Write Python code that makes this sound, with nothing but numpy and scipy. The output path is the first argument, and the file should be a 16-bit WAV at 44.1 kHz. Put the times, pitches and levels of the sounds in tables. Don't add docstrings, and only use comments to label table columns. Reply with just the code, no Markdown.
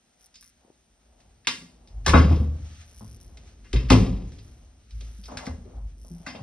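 import sys
import numpy as np
from scipy import signal
from scipy.fft import rfft, irfft, next_fast_len
from scipy.io import wavfile
from scipy.ndimage import uniform_filter1d, minimum_filter1d

SR = 44100
rng = np.random.default_rng(int(sys.argv[2]) if len(sys.argv) > 2 else 0)


def persist_wave(psi):
    counts = np.round(np.clip(psi, -1, 1) * 32767).astype(np.int16)
    wavfile.write(sys.argv[1], SR, np.atleast_2d(counts).T)


def ratio(d):
    e = np.asarray(d, float) / 20
    return 10 ** e


N = 283122
T = np.arange(N) / SR

# (time [s], peak level [dB], colour [Hz], crack level re click [dB], chatter decay [s])
HARD_CONTACTS = [(.341, -45, 5800, -10, 0.0045), (.355, -38.5, 6050, -6, 0.0033),
                 (0.426, -44.5, 2000, 1.5, 0.0012), (1.202, -51, 3100, 8, 0.0032),
                 (1.446, -49, 2560, -22.5, 0.0071), (1.4703, -7.5, 3070, 2, 0.0036),
                 (1.4745, -23, 2300, -6, 0.0015), (1.874, -44, 5700, 6, 0.0011),
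                 (2.046, -43, 2399, -1.5, 0.014), (2.062, -8.5, 1350, -0.5, 0.0032),
                 (2.079, -10.5, 1240, -3.5, 0.0043), (2.092, -11.5, 2540, 2.5, 0.0023),
                 (2.135, -6.5, 1217, -23, .005), (3.371, -41.5, 3140, 6, .005),
                 (3.642, -48, 2016, -4.5, 0.018), (3.7298, -21, 2760, 1.5, 0.0029),
                 (3.759, -28.5, 2670, -26, 0.0037), (3.885, -34, 2800, -6, .012),
                 (3.901, -7.5, 2730, 0.5, 0.0038), (3.918, -12, 2830, 1.5, 0.0093),
                 (4.32, -41.5, 2200, 10, 0.0015), (4.382, -46.5, 3800, 0.5, 0.013),
                 (4.907, -44, 5450, 6.5, .0028), (5.007, -37.5, 3350, 8.5, 0.0051),
                 (5.235, -43, 4190, -9.5, .0064), (5.255, -36.5, 6300, -4, .0043),
                 (5.371, -22, 2200, 5.5, 0.0033), (5.386, -36, 1490, -9, 0.006),
                 (5.455, -38, 5500, 7, 0.0057), (5.465, -28.5, 1765, -1.5, 0.0033),
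                 (6.263, -24.5, 1730, -6.5, 0.0046), (6.272, -36.5, 4900, -29, 0.021),
                 (6.298, -37.5, 2620, -11, .004), (6.35, -37.5, 2640, -12, 0.0042)]
# (time [s], peak level [dB], hardness [Hz], chatter decay [s])
PANEL_KNOCKS = [(1.474, -28.5, 1150, .008), (2.07, -20.5, 420, 0.033), (2.134, -8, 1140, 0.0021),
                (2.14, -5, 537, 0.0028), (2.24, -28, 500, 0.018), (2.31, -25, 610, 0.0078),
                (2.399, -39, 500, 0.0083), (3.008, -41.5, 640, 0.0013), (3.734, -23.5, 356, 0.017),
                (3.904, -7.5, 716, 0.0014), (3.915, -9.5, 374, 0.021), (5.011, -49, 399.4, 0.0087),
                (5.284, -37.5, 910, 0.0024), (5.318, -35, 580, .007), (5.349, -36, 570, 0.0075),
                (5.473, -30.5, 560, 0.0036), (5.661, -44, 368, .02), (5.722, -49.5, 509, 0.042),
                (5.768, -49, 626, 0.0013), (6.045, -49, 550, .0059), (6.267, -33.5, 677, 0.008),
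                (6.347, -35, 560, 0.0036)]
# (time [s], peak level [dB], boom frequency [Hz], t60 [s], swell time [s])
SOFT_BLOWS = [(0.649, -48, 284, 0.013, 0.0018), (0.68, -51.5, 496, 0.013, 0.0015),
              (0.702, -42, 340, 0.014, 0.00088), (1.611, -42.5, 179.9, .2, 0.013),
              (1.619, -43.5, 261.6, .15, .008), (1.93, -22, 49.4, 1, 0.24),
              (2.069, -10.5, 75.86, 0.63, 0.044), (2.142, -1.5, 75.6, 0.49, .009),
              (2.151, -22, 268.4, 0.24, 0.014), (2.227, -10.5, 70.1, 0.45, 0.008),
              (2.31, -6.5, 78.8, 0.18, 0.012), (2.401, -9.5, 79.05, 0.18, 0.0061),
              (2.319, -22.5, 319, 0.13, 0.0023), (2.371, -27.5, 449.4, 0.05, 0.0018),
              (2.413, -20, 216.2, 0.1, 0.0062), (2.481, -27.5, 77.6, 0.2, .01),
              (3.01, -37, 106.7, 0.87, 0.0046), (3.017, -37.5, 212.2, 0.24, 0.0025),
              (3.34, -37.5, 58, 0.57, .012), (3.74, -8, 55.1, 0.35, 0.014),
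              (3.752, -19.5, 123.8, 0.76, 0.0021), (3.848, -24.5, 59.04, 0.42, 0.008),
              (3.907, -3.5, 57.75, 0.16, 0.024), (3.909, -10, 266.4, 0.28, 0.0057),
              (3.917, -4, 106.8, 0.32, 0.0084), (3.933, -16.5, 194.7, 0.59, 0.0068),
              (3.992, -15.5, 47.2, 1, 0.015), (4.104, -29, 60, 0.32, 0.0097),
              (4.924, -25, 53.8, 0.93, 0.026), (5.188, -41.5, 191.5, 0.085, 0.0078),
              (5.369, -33, 82.5, 0.061, 0.008), (5.473, -24.5, 221, 0.036, 0.0042),
              (5.492, -25.5, 77.2, 0.41, 0.0062), (5.653, -45, 379, 0.071, 0.012),
              (5.699, -49.5, 486.5, 0.11, 0.0069), (5.745, -26, 52.7, 0.52, 0.024),
              (5.822, -25.5, 50.2, 0.4, 0.065), (6.104, -32, 170.8, 0.28, 0.017),
              (6.20, -42.5, 178, 0.11, 0.0092), (6.352, -39.5, 187.7, 0.8, 0.023),
              (6.406, -29.5, 127.7, 0.27, 0.0074)]
# (frequency [Hz], level [dB], t60 before the damping factor [s])
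DOOR_MODES = [(240.1, 9, 0.23), (333.6, -1.5, 0.16), (465, -2.5, 0.22), (560, -7.5, 1), (668.4, 6.5, 0.054),
              (778.3, -14, 1), (795, -15, 0.15), (900, -10, 0.072), (1030, 0.5, 0.25), (1095, -8.5, 0.097),
              (1180, 2, 0.2), (1395, -53, 0.097)]
# (frequency [Hz], level [dB], t60 before the damping factor [s])
LATCH_MODES = [(1000, -6, .04), (1190, -2, .05), (1750, -4, .04), (2100, -4, .05), (2240, -7, .035),
               (2520, -6, .035), (2762, -2, .045), (3241, -4, .04), (3736, -2, .045), (4856, -1, .06),
               (5170, 0, .06), (5800, -6, .04), (6282, -6, .035)]
# (time [s], peak level [dB], 20 dB rise time [s], 20 dB fall time [s])
LATCH_RATTLES = [(2.17, -30, .03, 0.12), (2.36, -49.5, .15, 0.14), (3.8, -52.5, 0.037, 0.26),
                 (3.96, -37, .03, 0.19)]
# (time [s], rumble level [dB])
WEIGHT_SHIFT = [(0, -71.5), (.9, -65), (1.2, -57.5), (1.75, -54.5), (2.0, -42), (2.5, -36), (2.7, -59),
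                (3.0, -45), (3.4, -41), (3.55, -45), (4.15, -37), (4.5, -41.5), (4.75, -54.5), (5.05, -48),
                (5.3, -48), (5.55, -43), (5.95, -48), (6.15, -43.5), (6.42, -52.5)]
# (time [s], peak level [dB], 20 dB rise time [s], 20 dB fall time [s])
CLOTH_SWEEPS = [(2.7, -56.5, 0.43, 0.36), (2.815, -57, 0.07, 0.027), (3.49, -60, .3, 0.067),
                (3.71, -63, .15, 0.23), (4.35, -62, .3, 0.27), (5.05, -62.5, .3, .4),
                (5.32, -54.5, .06, 0.1), (5.45, -56, .08, 0.17), (5.9, -69, 0.063, 0.074),
                (6.3, -57, .15, 0.13)]
# (frequency [Hz], relative density [dB per Hz])
CLOTH_SPECTRUM = [(710, -61), (1200, -7.5), (5090, -12), (6600, -3.5), (7290, -25), (8060, -4.5),
                  (10500, -12), (12200, -10.5), (13000, -43)]
# (time [s], peak level [dB], 20 dB rise time [s], 20 dB fall time [s])
SOLE_DRAGS = [(1.95, -76, 1, 0.86), (2.7, -65, 1, 0.34), (3.49, -70, 0.21, 0.31), (5.32, -45, 0.047, 0.17),
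              (5.44, -47, 0.055, 0.099), (5.72, -85.5, 0.068, 0.07), (6.08, -75.5, 0.052, .15),
              (6.4, -50, 0.24, 0.18)]
# (start [s], length [s], first level [dB], last level [dB])
LENS_RUNS = [(0.194, .078, -59, -46), (0.408, 0.1, -45, -53.5), (2.315, .15, -51, -63),
             (2.852, 0.15, -59.5, -47), (2.984, 0.19, -52, -49.5), (3.202, 0.18, -46, -74),
             (4.424, 0.23, -57.5, -73.5), (4.947, 0.35, -65, -51.5), (5.974, .08, -63.5, -50),
             (6.056, .19, -49, -59.5)]
# (frequency [Hz], width before scaling [Hz], drive level [dB])
LENS_RESONANCES = [(5800, 1500, 8), (9900, 1800, 18.5), (11600, 2200, 15.5), (14800, 900, 8)]
# (frequency [Hz], relative density [dB per Hz])
AIR_SPECTRUM = [(18, 1.5), (30, 4.5), (80, 9), (212, 15.5), (336, -7), (709, -5), (871, -102.5),
                (1700, -13), (5410, -52.5), (6640, -3.5), (7360, -12), (8810, 13), (14000, -65.5)]
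# (frequency [Hz], t60 [s])
ROOM_DECAY = [(100, 0.96), (250, 0.63), (600, 0.063), (1500, 0.35), (4000, 0.26), (10000, 0.49)]
# (frequency [Hz], gain [dB])
MIC_RESPONSE = [(25, -28.5), (45, -3.5), (6000, 1), (10000, -12.5), (12500, -17.5), (15500, -24.5),
                (16500, -64)]
# (frequency [Hz], lead of left over right [rad])
PORT_PHASE = [(150, 0), (1000, -.5), (2000, .2), (4200, .9), (5300, 1.2), (7250, 3.14), (10000, 6.2),
              (13200, 9.4), (15700, 12.6)]
# (frequency [Hz], gain [dB])
UNSHARED_GAIN = [(60, -30), (150, -22), (300, -9), (600, -3), (1500, -6), (3000, -1), (5000, -5),
                 (7200, -20), (12000, -10)]
# (frequency [Hz], left minus right [dB])
PORT_BALANCE = [(60, .4), (150, .7), (300, 3.3), (1200, 2.4), (2500, .4), (12000, -.5)]


def hits():
    room_db, ring_db = -25.5, -2.5
    out, t = np.zeros((2, N)), T[:int(.3 * SR)]
    for s, db, hz, crack_db, chatter_s in HARD_CONTACTS:
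        metal = ring(LATCH_MODES, 1, t, .4)
        for track, share_db, contact in zip(out, (0, room_db), contacts(t, chatter_s)):
            ringing = signal.fftconvolve(contact, metal)[:len(t)]
            struck = unit(contact) + ratio(ring_db) * unit(ringing)
            crack = unit(steep(contact, 4500, 8800))
            click = unit(steep(struck, hz, hz)) + ratio(crack_db) * crack
            add(track, s, click, db + share_db)
    return out


def knocks():
    room_db, panels_db = -22.5, 2.5
    out, t = np.zeros((2, N)), T[:int(.3 * SR)]
    for s, db, hz, chatter_s in PANEL_KNOCKS:
        panels = ring(DOOR_MODES, .082, t, .55)
        wood = signal.butter(1, .92 * hz, fs=SR, output="sos")
        hardness = signal.butter(1, [.27 * hz, 1.2 * hz], "band", fs=SR, output="sos")
        for track, share_db, contact in zip(out, (0, room_db), contacts(t, chatter_s)):
            ringing = signal.fftconvolve(contact, panels)[:len(t)]
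            knock = unit(steep(contact, hz, hz)) + ratio(panels_db) * unit(ringing)
            knock = signal.sosfilt(hardness, signal.sosfilt(wood, knock))
            add(track, s, knock, db + share_db)
    return out


def thuds():
    out, t = np.zeros(N), T[:int(.7 * SR)]
    for s, db, hz, t60, swell_s in SOFT_BLOWS:
        modes = [(hz, 0, t60), (1.1 * hz, -9, .8 * t60),
                 (1.45 * hz, -12, .6 * t60), (2.1 * hz, -14, .47 * t60)]
        boom = ring(modes, 1, t, .46)
        swell = 1 - np.exp(-t / max(swell_s, .0005))
        add(out, s, boom * swell, db)
    return out


def rattle():
    impacts = rng.standard_normal(N) * ratio(1.7 * walk(150))
    t = T[:int(.2 * SR)]
    metal = ring(LATCH_MODES, .4, t, .25)
    panels = ring(DOOR_MODES, .11, t, .34)
    panel_sound = ratio(6) * unit(signal.fftconvolve(impacts, panels)[:N])
    impact_sound = unit(steep(impacts, 2000, 3300))
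    metal_sound = ratio(-9) * unit(signal.fftconvolve(impacts, metal)[:N])
    return (panel_sound + impact_sound + metal_sound) * swells(LATCH_RATTLES)


def boards():
    rumble_db = weight_db()
    creak_db = -65 + .51 * (rumble_db + 50)
    noise = rng.standard_normal((2, 2, N))
    rumble = steep(noise[0], 50, 40)
    creak = steep(noise[1], 240, 60) + .54 * steep(noise[1], 300, 250)
    rumble = unit(rumble) * ratio(rumble_db + 1.5 * walk(6.2))
    return rumble + unit(creak) * ratio(creak_db + 1.2 * walk(12))


def cloth():
    hiss = ratio(-69.5) + swells(CLOTH_SWEEPS)
    return colour(CLOTH_SPECTRUM) * hiss * ratio(.78 * walk(85) + 1.5 * walk(9))


def soles():
    idle_db = -74.5 + .15 * (weight_db() + 50)
    drag = ratio(idle_db) + swells(SOLE_DRAGS)
    scrape = steep(rng.standard_normal((2, N)), 670, 440)
    return unit(scrape) * drag * ratio(.6 * walk(40) + 4.1 * walk(7))


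def lens():
    cycle_hz, start_s = 59.94, .009
    tick_delay_s, odd_advance_s = .0064, .0006
    idle_db, repeat_share = -70.5, .8
    cycle = np.floor((T - start_s) * cycle_hz)
    since = T - start_s - cycle / cycle_hz + odd_advance_s * (cycle % 2)
    buzz = (since > 0) * np.exp(-(np.abs(since - .0008) / .001) ** 1.5)
    later = since - tick_delay_s
    tick = (later > 0) * np.exp(-np.abs(later) / .0003)
    same = rng.standard_normal(SR // 50)[(since.clip(0) * SR).astype(int)]
    grain = repeat_share * same + (1 - repeat_share) * rng.standard_normal(N)
    drive = grain * (buzz + 1.8 * tick + .1)
    body = sum(ratio(db) * steep(drive, hz, .88 * width) for hz, width, db in LENS_RESONANCES)
    effort = ratio(idle_db)
    for s, length_s, first_db, last_db in LENS_RUNS:
        running = (T > s) * (T < s + length_s)
        effort = effort + running * ratio(np.interp(T, [s, s + length_s], [first_db, last_db]))
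    return unit(body) * effort * np.array([[1], [.4]])


def room(far):
    t = T[:SR]
    hz_known, t60_known = np.transpose(ROOM_DECAY)
    tail = 0
    for hz in 60 * 2 ** np.arange(0, 8.1, .5):
        t60 = np.interp(np.log(hz), np.log(hz_known), t60_known)
        tail = tail + band(rng.standard_normal((2, SR)), hz, hz / 2.5) * ratio(-60 * t / t60)
    tail = tail * (1 - np.exp(-t / .0036)) * (1 + np.exp(-t / .015))
    return signal.fftconvolve(far[None], tail, axes=1)[:, :N]


def air():
    return colour(AIR_SPECTRUM) * ratio(-68.5)


def ports(both):
    edge = SR // 10
    size = next_fast_len(N + 2 * edge)
    padded = np.pad(both, ((0, 0), (edge, edge)), mode="reflect")
    shared, apart = rfft(padded, size) * ratio(over_hz(MIC_RESPONSE, size))
    apart = apart * ratio(over_hz(UNSHARED_GAIN, size))
    lead = np.exp(1j * over_hz(PORT_PHASE, size) / 2) * ratio(over_hz(PORT_BALANCE, size) / 2)
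    left_right = np.array([(shared + apart) * lead, (shared - apart) / lead])
    return irfft(left_right, size)[:, edge:edge + N]


def contacts(t, chatter_s):
    u = t / max(chatter_s, .0005)
    burst = rng.standard_normal(len(t)) * np.exp(-u) * (1 - np.exp(-2 * u))
    return burst, 1. * (t == 0)


def ring(modes, damp, t, scatter):
    hz, db, t60 = np.transpose(modes)[:, :, None]
    chance = scatter * rng.standard_normal((len(modes), 2)).T[:, :, None]
    sway = np.sin(2 * np.pi * hz * (1 + .029 * chance[0]) * t)
    return np.sum(ratio(db + 3 * chance[1] - 60 * t / (damp * t60)) * sway, axis=0)


def weight_db():
    return np.interp(T, *np.transpose(WEIGHT_SHIFT))


def swells(table):
    gain = 0
    for s, db, rise_s, fall_s in table:
        before, after = (s - T) / max(rise_s, .005), (T - s) / max(fall_s, .005)
        gain = gain + ratio(db - 20 * np.where(T < s, before, after))
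    return gain


def walk(rate):
    k = int(SR / rate)
    held = np.repeat(rng.standard_normal(N // k + 1), k)
    return 1.32 * uniform_filter1d(uniform_filter1d(held, k), k)[:N]


def colour(table):
    white = rfft(rng.standard_normal((2, N)))
    return unit(irfft(white * ratio(over_hz(table, N)), N))


def over_hz(table, size):
    hz, value = np.transpose(table)
    return np.interp(np.log(np.arange(size // 2 + 1) * SR / size + 1), np.log(hz), value)


def band(x, hz, width):
    return signal.lfilter(*signal.iirpeak(min(hz, .45 * SR), max(hz / width, .3), SR), x)


def steep(x, hz, width):
    return band(band(x, hz, width), hz, width)


def unit(x):
    return x / np.sqrt(np.mean(x ** 2, axis=-1, keepdims=True))


def add(track, s, sound, db):
    i = int(s * SR)
    sound = sound[:N - i]
    track[i:i + len(sound)] += sound * ratio(db) / np.max(np.abs(sound))


def scene():
    hit_near, hit_far = hits()
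    knock_near, knock_far = knocks()
    low = thuds()
    near = hit_near + knock_near + low + rattle()
    direct = np.stack([near, np.zeros(N)])
    reverberant = room(hit_far + knock_far + ratio(-44.5) * low)
    return ports(direct + reverberant + boards() + cloth() + soles() + lens() + air())


def band_limit(x):
    return signal.sosfilt(signal.butter(12, 16970, fs=SR, output="sos"), x)


def record(dry):
    window, release_s, ceiling = 221, .03, .9
    peak = -minimum_filter1d(-np.max(np.abs(dry), axis=0), window)
    hold = signal.lfilter([1 / (release_s * SR)], [1, 1 / (release_s * SR) - 1], peak)
    gain = np.minimum(1, ceiling / np.maximum(peak, hold).clip(1e-6))
    mix = dry * uniform_filter1d(gain, window)
    return band_limit(mix)


dry = scene()
out = record(dry)
persist_wave(out)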